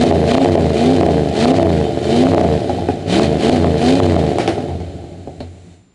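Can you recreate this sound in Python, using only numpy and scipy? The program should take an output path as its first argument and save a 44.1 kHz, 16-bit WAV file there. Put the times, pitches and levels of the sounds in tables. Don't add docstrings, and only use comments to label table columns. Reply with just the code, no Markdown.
import sys
import numpy as np
from scipy import signal
from scipy.fft import rfft, irfft, next_fast_len
from scipy.io import wavfile
from scipy.ndimage import uniform_filter1d

SR = 44100
rng = np.random.default_rng(int(sys.argv[2]) if len(sys.argv) > 2 else 0)


def transcribe(u):
    v = np.clip(np.atleast_2d(u).T, -1, 1)
    q = np.round(v * 32767).astype(np.int16)
    wavfile.write(sys.argv[1], SR, q)


N = 261954
TIME_S = np.arange(N) / SR


def amp(db):
    return 10 ** (np.asarray(db) / 20)


def unit(x):
    return x / np.sqrt(np.mean(x ** 2) + 1e-20)


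def along(points, hz):
    point_hz, values = np.transpose(points)
    return np.interp(np.log(hz + 1), np.log(point_hz + 1), values)


def ramp(start_s, length_s):
    return np.sin(np.pi / 2 * np.clip((TIME_S - start_s) / length_s, 0, 1)) ** 2


def coloured(x, colour, resonances=(), size=16384):
    hz = np.fft.rfftfreq(size, 1 / SR)
    lift_db = sum(db / (1 + (2 * (hz - centre) / width) ** 2) for centre, width, db in resonances)
    cepstrum = irfft(np.log(amp(along(colour, hz) + lift_db)))
    cepstrum[1:size // 2] *= 2
    cepstrum[size // 2 + 1:] = 0
    return signal.fftconvolve(x, irfft(np.exp(rfft(cepstrum))))[:len(x)]


def noise(colour, samples=N, resonances=()):
    return unit(coloured(rng.standard_normal(samples), colour, resonances))


# frequency in Hz, relative noise level in dB.
AIR_COLOUR = [(25, -6), (90, 6), (300, -10), (1200, -23), (4000, -29), (10000, -43), (12200, -56)]
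def background():
    whine = np.sqrt(2) * np.sin(2 * np.pi * 7187 * TIME_S)
    whine_gain = amp(-68.5) + amp(-95) * ramp(6.1, 0.18)
    return amp(-51.5) * noise(AIR_COLOUR) + whine_gain * whine


# frequency in Hz, echo T60 in seconds.
ECHO_DECAY = [(100, 0.3), (800, 0.14), (4000, 0.071), (10000, 0.048)]
def outdoors(x, wet_db, delay_s=0.008):
    hz, t, spectra = signal.stft(rng.standard_normal(SR // 2), SR, nperseg=256)
    tail = signal.istft(spectra * amp(-60 * t / along(ECHO_DECAY, hz)[:, None]), SR, nperseg=256)[1]
    tail = np.pad(tail / np.linalg.norm(tail), (round(delay_s * SR), 0))
    return x + amp(wet_db) * signal.fftconvolve(x, tail)[:N]


# time in seconds, engine speed in cycles per second.
SPEED_CURVE = [(0, 30.2), (.08, 31), (.1, 29.3), (.25, 26.8), (.41, 34.5), (.46, 32.2), (.72, 26),
               (.94, 33.6), (.97, 31.2), (1.22, 25.5), (1.34, 25.2), (1.555, 34.2), (1.58, 31.7),
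               (1.86, 25), (2, 24.2), (2.29, 34), (2.32, 31.3), (2.66, 23.5), (3.04, 18), (3.22, 27.8),
               (3.4, 25), (3.53, 31.7), (3.75, 26.2), (3.98, 35.2), (4.01, 32.2), (4.35, 24.1), (4.8, 15.5),
               (5.73, 5)]
def engine_speed(flywheel_s=0.025):
    return uniform_filter1d(np.interp(TIME_S, *np.transpose(SPEED_CURVE)), round(flywheel_s * SR))


# throttle opens, throttle shuts and rasp peaks in seconds, rasp level in dB.
BLIPS = [(-.2, 0.088, 0.01, -22), (0.237, 0.452, 0.32, -20), (0.7, 0.958, 0.81, -24),
         (1.3, 1.558, 1.43, -22.5), (1.97, 2.298, 2.14, -24.5), (3.05, 3.26, 3.15, -19.5),
         (3.367, 3.572, 3.46, -20.5), (3.75, 3.981, 3.88, -22)]
def pedal(lag_s=0.066, close_s=0.11, min_fill_s=0.064, rasp_tail_s=0.09):
    throttle, load, swell = np.zeros((3, N))
    for opens, shuts, peak, rasp_db in BLIPS:
        held = 1 - ramp(shuts - close_s / 2, close_s)
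        throttle += ramp(opens, lag_s) * held
        load += ramp(opens, max(shuts - opens - 0.08, min_fill_s)) * held
        swell += amp(rasp_db) * ramp(opens, peak - opens) * (1 - ramp(peak, shuts + rasp_tail_s - peak))
    return np.clip(throttle, 0, 1), load, swell


OVERRUN_HZ, FULL_BOOM_HZ = 25.25, 16.7
def overrunning(cycle_hz, throttle, spread_hz=0.55):
    return (1 - throttle) / (1 + np.exp((OVERRUN_HZ - cycle_hz) / spread_hz))


def speed_gain(cycle_hz, db, db_per_octave, reference_hz=24.35):
    return amp(db + db_per_octave * np.log2(cycle_hz / reference_hz))


def turning(stall_s=5.74, fall_db_per_s=122):
    return amp(-fall_db_per_s * np.maximum(TIME_S - stall_s, 0))


# frequency in Hz, relative noise level in dB.
WHIRR_COLOUR = [(300, 9.5), (1200, -7), (2200, -1), (3400, -5.5), (4200, -3), (5000, -10), (7500, -4.5),
                (10500, -16), (12200, -48)]
def whirr():
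    return amp(-52) * turning() * noise(WHIRR_COLOUR, resonances=[(3700, 90, 7), (4050, 90, 3.8)])


# frequency in Hz, relative noise level in dB.
CLINK_COLOUR = [(1500, -20), (3500, -5), (4250, 7), (5000, -15), (9000, -30)]
def clink(start_s=5.403, level_db=-37.5, t60_s=0.11):
    t = TIME_S - start_s
    fade = (t > 0) * amp(level_db - 60 * np.abs(t) / t60_s)
    return fade * noise(CLINK_COLOUR)


def boom(cycle_hz, lope_db=2):
    colour = [(40, -31), (72, -27), (87, -6.5), (104, -20), (145, -30.5), (172, -18.5), (200, -30.5),
              (255, -31.5), (300, -32.5), (800, -81.5)]
    ring = coloured(rng.standard_normal(N), colour)
    even_ring = ring / np.sqrt(np.abs(uniform_filter1d(ring ** 2, size=2048)) + 1e-12)
    lope = amp(lope_db * np.cos(2 * np.pi * np.cumsum(cycle_hz) / SR))
    gain = speed_gain(np.minimum(cycle_hz, FULL_BOOM_HZ), db=-25, db_per_octave=7.5)
    return gain * turning() * unit(lope * even_ring)


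ORDERS = [3, 5, 6, 8, 9, 11, 13, 14]
# one order's drive in dB when coasting, under load, on the overrun.
ORDER_DRIVE_DB = [(-40, -27, -16), (-27, -26, -34), (-40, -45, -20), (-32, -11, -24), (-42, -36, -24),
                  (-35, -22, -24), (-36, -17.5, -38), (-39, -30, -23)]
# frequency in Hz, pipe gain in dB for a tone sweeping through.
ORDER_RESPONSE = [(55, -17), (72, -7.5), (87, -1), (112, -4), (172, -.5), (200, -7), (262, 0), (305, -3),
                  (338, -1), (390, -3), (432, 0), (455, -7), (480, -23)]
def growl(cycle_hz):
    throttle, load, _ = pedal()
    phase = 2 * np.pi * np.cumsum(cycle_hz) / SR
    coasting = amp(27 * np.log2(np.minimum(cycle_hz / FULL_BOOM_HZ, 1)))
    states = np.array([coasting, load, overrunning(cycle_hz, throttle)])
    drive = np.sqrt(amp(ORDER_DRIVE_DB) ** 2 @ states ** 2)
    response = amp(along(ORDER_RESPONSE, np.outer(ORDERS, cycle_hz)))
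    return np.sqrt(2) * np.sum(drive * response * np.sin(np.outer(ORDERS, phase)), axis=0)


# exhaust resonance in Hz, width in Hz, lift in dB.
PIPE_MODES = [(176.3, 22, 6), (262, 35, 6), (339, 28, 4), (425, 40, 7.5), (495, 90, -5), (578, 32, 7),
              (665, 32, 8.5), (733, 36, 9), (825, 35, 7), (2460, 42, 5), (3064, 70, 9), (3640, 60, 6.5),
              (4130, 360, 5)]
def piped(x, colour):
    return unit(coloured(x, colour, PIPE_MODES))


def pressure_front(colour, samples):
    front = piped(signal.unit_impulse(samples), colour)
    return -front / np.abs(front).max()


# frequency in Hz, relative noise level in dB. Shared with the backfires.
CRACK_COLOUR = [(400, -25), (1300, 5), (2200, 5.5), (4400, -1.5), (6000, -8.5), (10300, -14.5),
                (12200, -54)]
# start in seconds, peak of the front in dB.
IGNITIONS = [(.039, 9.5), (.051, -2.5), (.113, 6), (.125, 7), (.137, -3), (0.319, 8), (.352, 11),
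             (.382, 12.5), (.448, 5), (.459, 8.5), (0.555, 11), (.579, 4.5), (1.011, 8), (1.033, 7),
             (1.065, 10), (1.089, 5.5), (1.456, 5), (1.487, 4), (1.518, 9.5), (1.586, 5), (1.598, 6.5),
             (1.63, 10), (2.237, 4.5), (2.269, 1.5), (2.336, 4), (2.347, 13), (2.381, 9), (2.413, 9),
             (2.448, 0.5), (3.197, 5.5), (3.497, 11.5), (3.645, 6), (4.002, 4.5), (4.165, 4)]
def hard_ignitions(spit_t60_s=0.01):
    t = np.arange(SR // 10) / SR
    colour = [(50, -30), (90, -4), (300, 5), (700, 5), (1100, -14), (2000, -23), (4000, -40),
              (11000, -60)]
    front = pressure_front(colour, len(t))
    out = np.zeros(N + SR)
    for start_s, db in IGNITIONS:
        spit = amp(-36 - 60 * t / spit_t60_s) * noise(CRACK_COLOUR, len(t))
        out[round(start_s * SR):][:len(t)] += amp(db) * (front + spit)
    return out[:N]


# start in seconds, level in dB, crack trim in dB.
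BACKFIRES = [(2.695, -3.5, -22.5), (2.786, -8.5, -42), (2.887, -1, -23.5), (3.326, -13, -17),
             (4.385, 4.5, -16.5), (4.477, 0.5, -15), (4.579, -7.5, -25), (4.685, -13, -24),
             (4.706, -16, -36), (4.803, -15.5, -21), (5.04, -25.5, -28), (5.274, -15.5, -29),
             (5.405, -14.5, -20)]
def backfires(ring_hz=86.34, ring_t60_s=0.52, blast_t60_s=0.13, crack_t60_s=0.29, snap_t60_s=0.0065):
    t = np.arange(SR // 2) / SR
    front_colour = [(40, -63), (90, -9), (350, 15.5), (780, 9.5), (1200, -12), (4000, -40), (11000, -43)]
    blast_colour = [(50, -60), (100, 3.5), (400, 2), (780, -0.5), (1100, -24.5), (3000, -50)]
    front = amp(-0.5) * pressure_front(front_colour, len(t))
    ring = amp(-23 - 60 * t / ring_t60_s) * np.sin(2 * np.pi * ring_hz * t)
    crack_fade = amp(-60 * t / crack_t60_s) + 3.6 * amp(-60 * t / snap_t60_s)
    out = np.zeros(N + SR)
    for start_s, db, crack_db in BACKFIRES:
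        blast = amp(-9.5 - 60 * t / blast_t60_s) * piped(rng.standard_normal(len(t)), blast_colour)
        crack = amp(crack_db - 9.5) * crack_fade * noise(CRACK_COLOUR, len(t))
        out[round(start_s * SR):][:len(t)] += amp(db) * (front + blast + crack) + ring
    return out[:N]


def pulses(cycle_hz, pattern, scatter_db, jitter_cycles=0.0018):
    cycles = np.cumsum(cycle_hz) / SR
    place, db = np.transpose(pattern)
    chance = np.clip(rng.standard_normal((256, len(place), 2)), -1.7, 1.7)
    places = np.arange(len(chance))[:, None] + place + jitter_cycles * chance[..., 0]
    sizes = amp(db + scatter_db * chance[..., 1])
    inside = (places > 0) & (places < cycles[-1])
    return np.bincount(np.searchsorted(cycles, places[inside]), sizes[inside], N)


def puffs(train, decay_s, steady, flaring):
    flare = unit(signal.lfilter([1], [1, -np.exp(-1 / (decay_s * SR))], train))
    return (flaring * flare + steady) * rng.standard_normal(N)


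# place in the cycle 0-1, relative level in dB.
FIRINGS = [(0, 0), (.125, -14), (.25, -12), (.382, 0), (.5, -14), (.625, -8), (.755, -8), (.875, -13)]
THUMPS = [(0, 0), (.355, -1), (.715, -1)]
# frequency in Hz, relative level in dB.
THUMP_COLOUR = [(30, -41), (58, -18), (76, -18), (120, -3.5), (175, -3), (250, -7), (450, 0.5),
                (780, -15.5), (1100, -31.5), (2000, -29.5), (6000, -54.5)]
BARK_COLOUR = [(30, -29), (60, -23), (85, -1), (150, -7.5), (260, -12), (450, 3), (780, -8), (1100, -32.5),
               (2000, -42.5), (6000, -78)]
ROAR_COLOUR = [(20, -25), (55, -19), (85, -1), (200, -3), (330, 9), (780, -2.5), (1000, -23), (1400, -17.5),
               (4000, -39.5)]
RASP_COLOUR = [(500, 6), (1200, -3), (2000, 0.5), (4600, -3.5), (5600, -10), (7500, -11), (10300, -19),
               (11300, -28.5), (12200, -53)]
def exhaust(cycle_hz, even_below_hz=30, pulsed_above_hz=17.4):
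    throttle, load, swell = pedal()
    overrun = overrunning(cycle_hz, throttle)
    even = 1 / (1 + (cycle_hz / even_below_hz) ** 6)
    pulsed = 1 / (1 + (pulsed_above_hz / cycle_hz) ** 8)

    thumps = pulses(cycle_hz, THUMPS, scatter_db=2)
    thump_gain = np.hypot(speed_gain(cycle_hz, db=-30, db_per_octave=4), amp(-14.5) * overrun)
    thump = thump_gain * piped(thumps, THUMP_COLOUR)

    firings = pulses(cycle_hz, FIRINGS, scatter_db=1.5)
    coasting_bark = speed_gain(cycle_hz, db=-23, db_per_octave=9) * (1 - overrun)
    bark = np.hypot(coasting_bark, amp(-18) * load) * (1 - 0.13 * even) * piped(firings, BARK_COLOUR)

    roar_flow = puffs(firings, decay_s=0.001, steady=0.06 + even, flaring=pulsed)
    coasting_roar = speed_gain(np.minimum(cycle_hz, OVERRUN_HZ), -22.5 - 3 * overrun, db_per_octave=11.5)
    roar = np.hypot(coasting_roar, amp(-27) * load) * piped(roar_flow, ROAR_COLOUR)

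    spits = pulses(cycle_hz, THUMPS, scatter_db=4, jitter_cycles=0.015)
    rasp_flow = puffs(spits, decay_s=0.007, steady=0.25 + 1.5 * even, flaring=pulsed)
    rasp_gain = np.hypot(speed_gain(cycle_hz, db=-34, db_per_octave=14.5), swell)
    rasp = rasp_gain * piped(rasp_flow, RASP_COLOUR)
    return turning() * (roar + rasp) - pulsed * (thump + bark)


def scene():
    cycle_hz = engine_speed()
    car = outdoors(exhaust(cycle_hz) + backfires() + hard_ignitions() + clink(), wet_db=-12.5)
    return (car + growl(cycle_hz) + boom(cycle_hz) + whirr() + background())[None]


def limiter(x, threshold_db=-3.5, attack_s=0.0003, release_db_per_s=500):
    over_db = np.maximum(20 * np.log10(np.abs(x) + 1e-9) - threshold_db, 0)
    climb_db = release_db_per_s * TIME_S
    cut_db = np.maximum.accumulate(over_db + climb_db, axis=-1) - climb_db
    pole = np.exp(-1 / (attack_s * SR))
    return x * amp(-signal.lfilter([1 - pole], [1, -pole], cut_db))


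def record(dry, low_cut_hz=66, ceiling=0.71, top_hz=12200, taper_hz=1200):
    low_cut = signal.butter(2, low_cut_hz, 'high', fs=SR, output='sos')
    held = signal.sosfilt(low_cut, limiter(dry))
    clipped = held / (1 + np.abs(held / ceiling) ** 12) ** (1 / 12)
    size = next_fast_len(N + SR // 2)
    passband = np.clip((top_hz - np.fft.rfftfreq(size, 1 / SR)) / taper_hz, 0, 1)
    return irfft(rfft(clipped, size) * passband, size)[..., :N]


dry = scene()
out = record(dry)
transcribe(out)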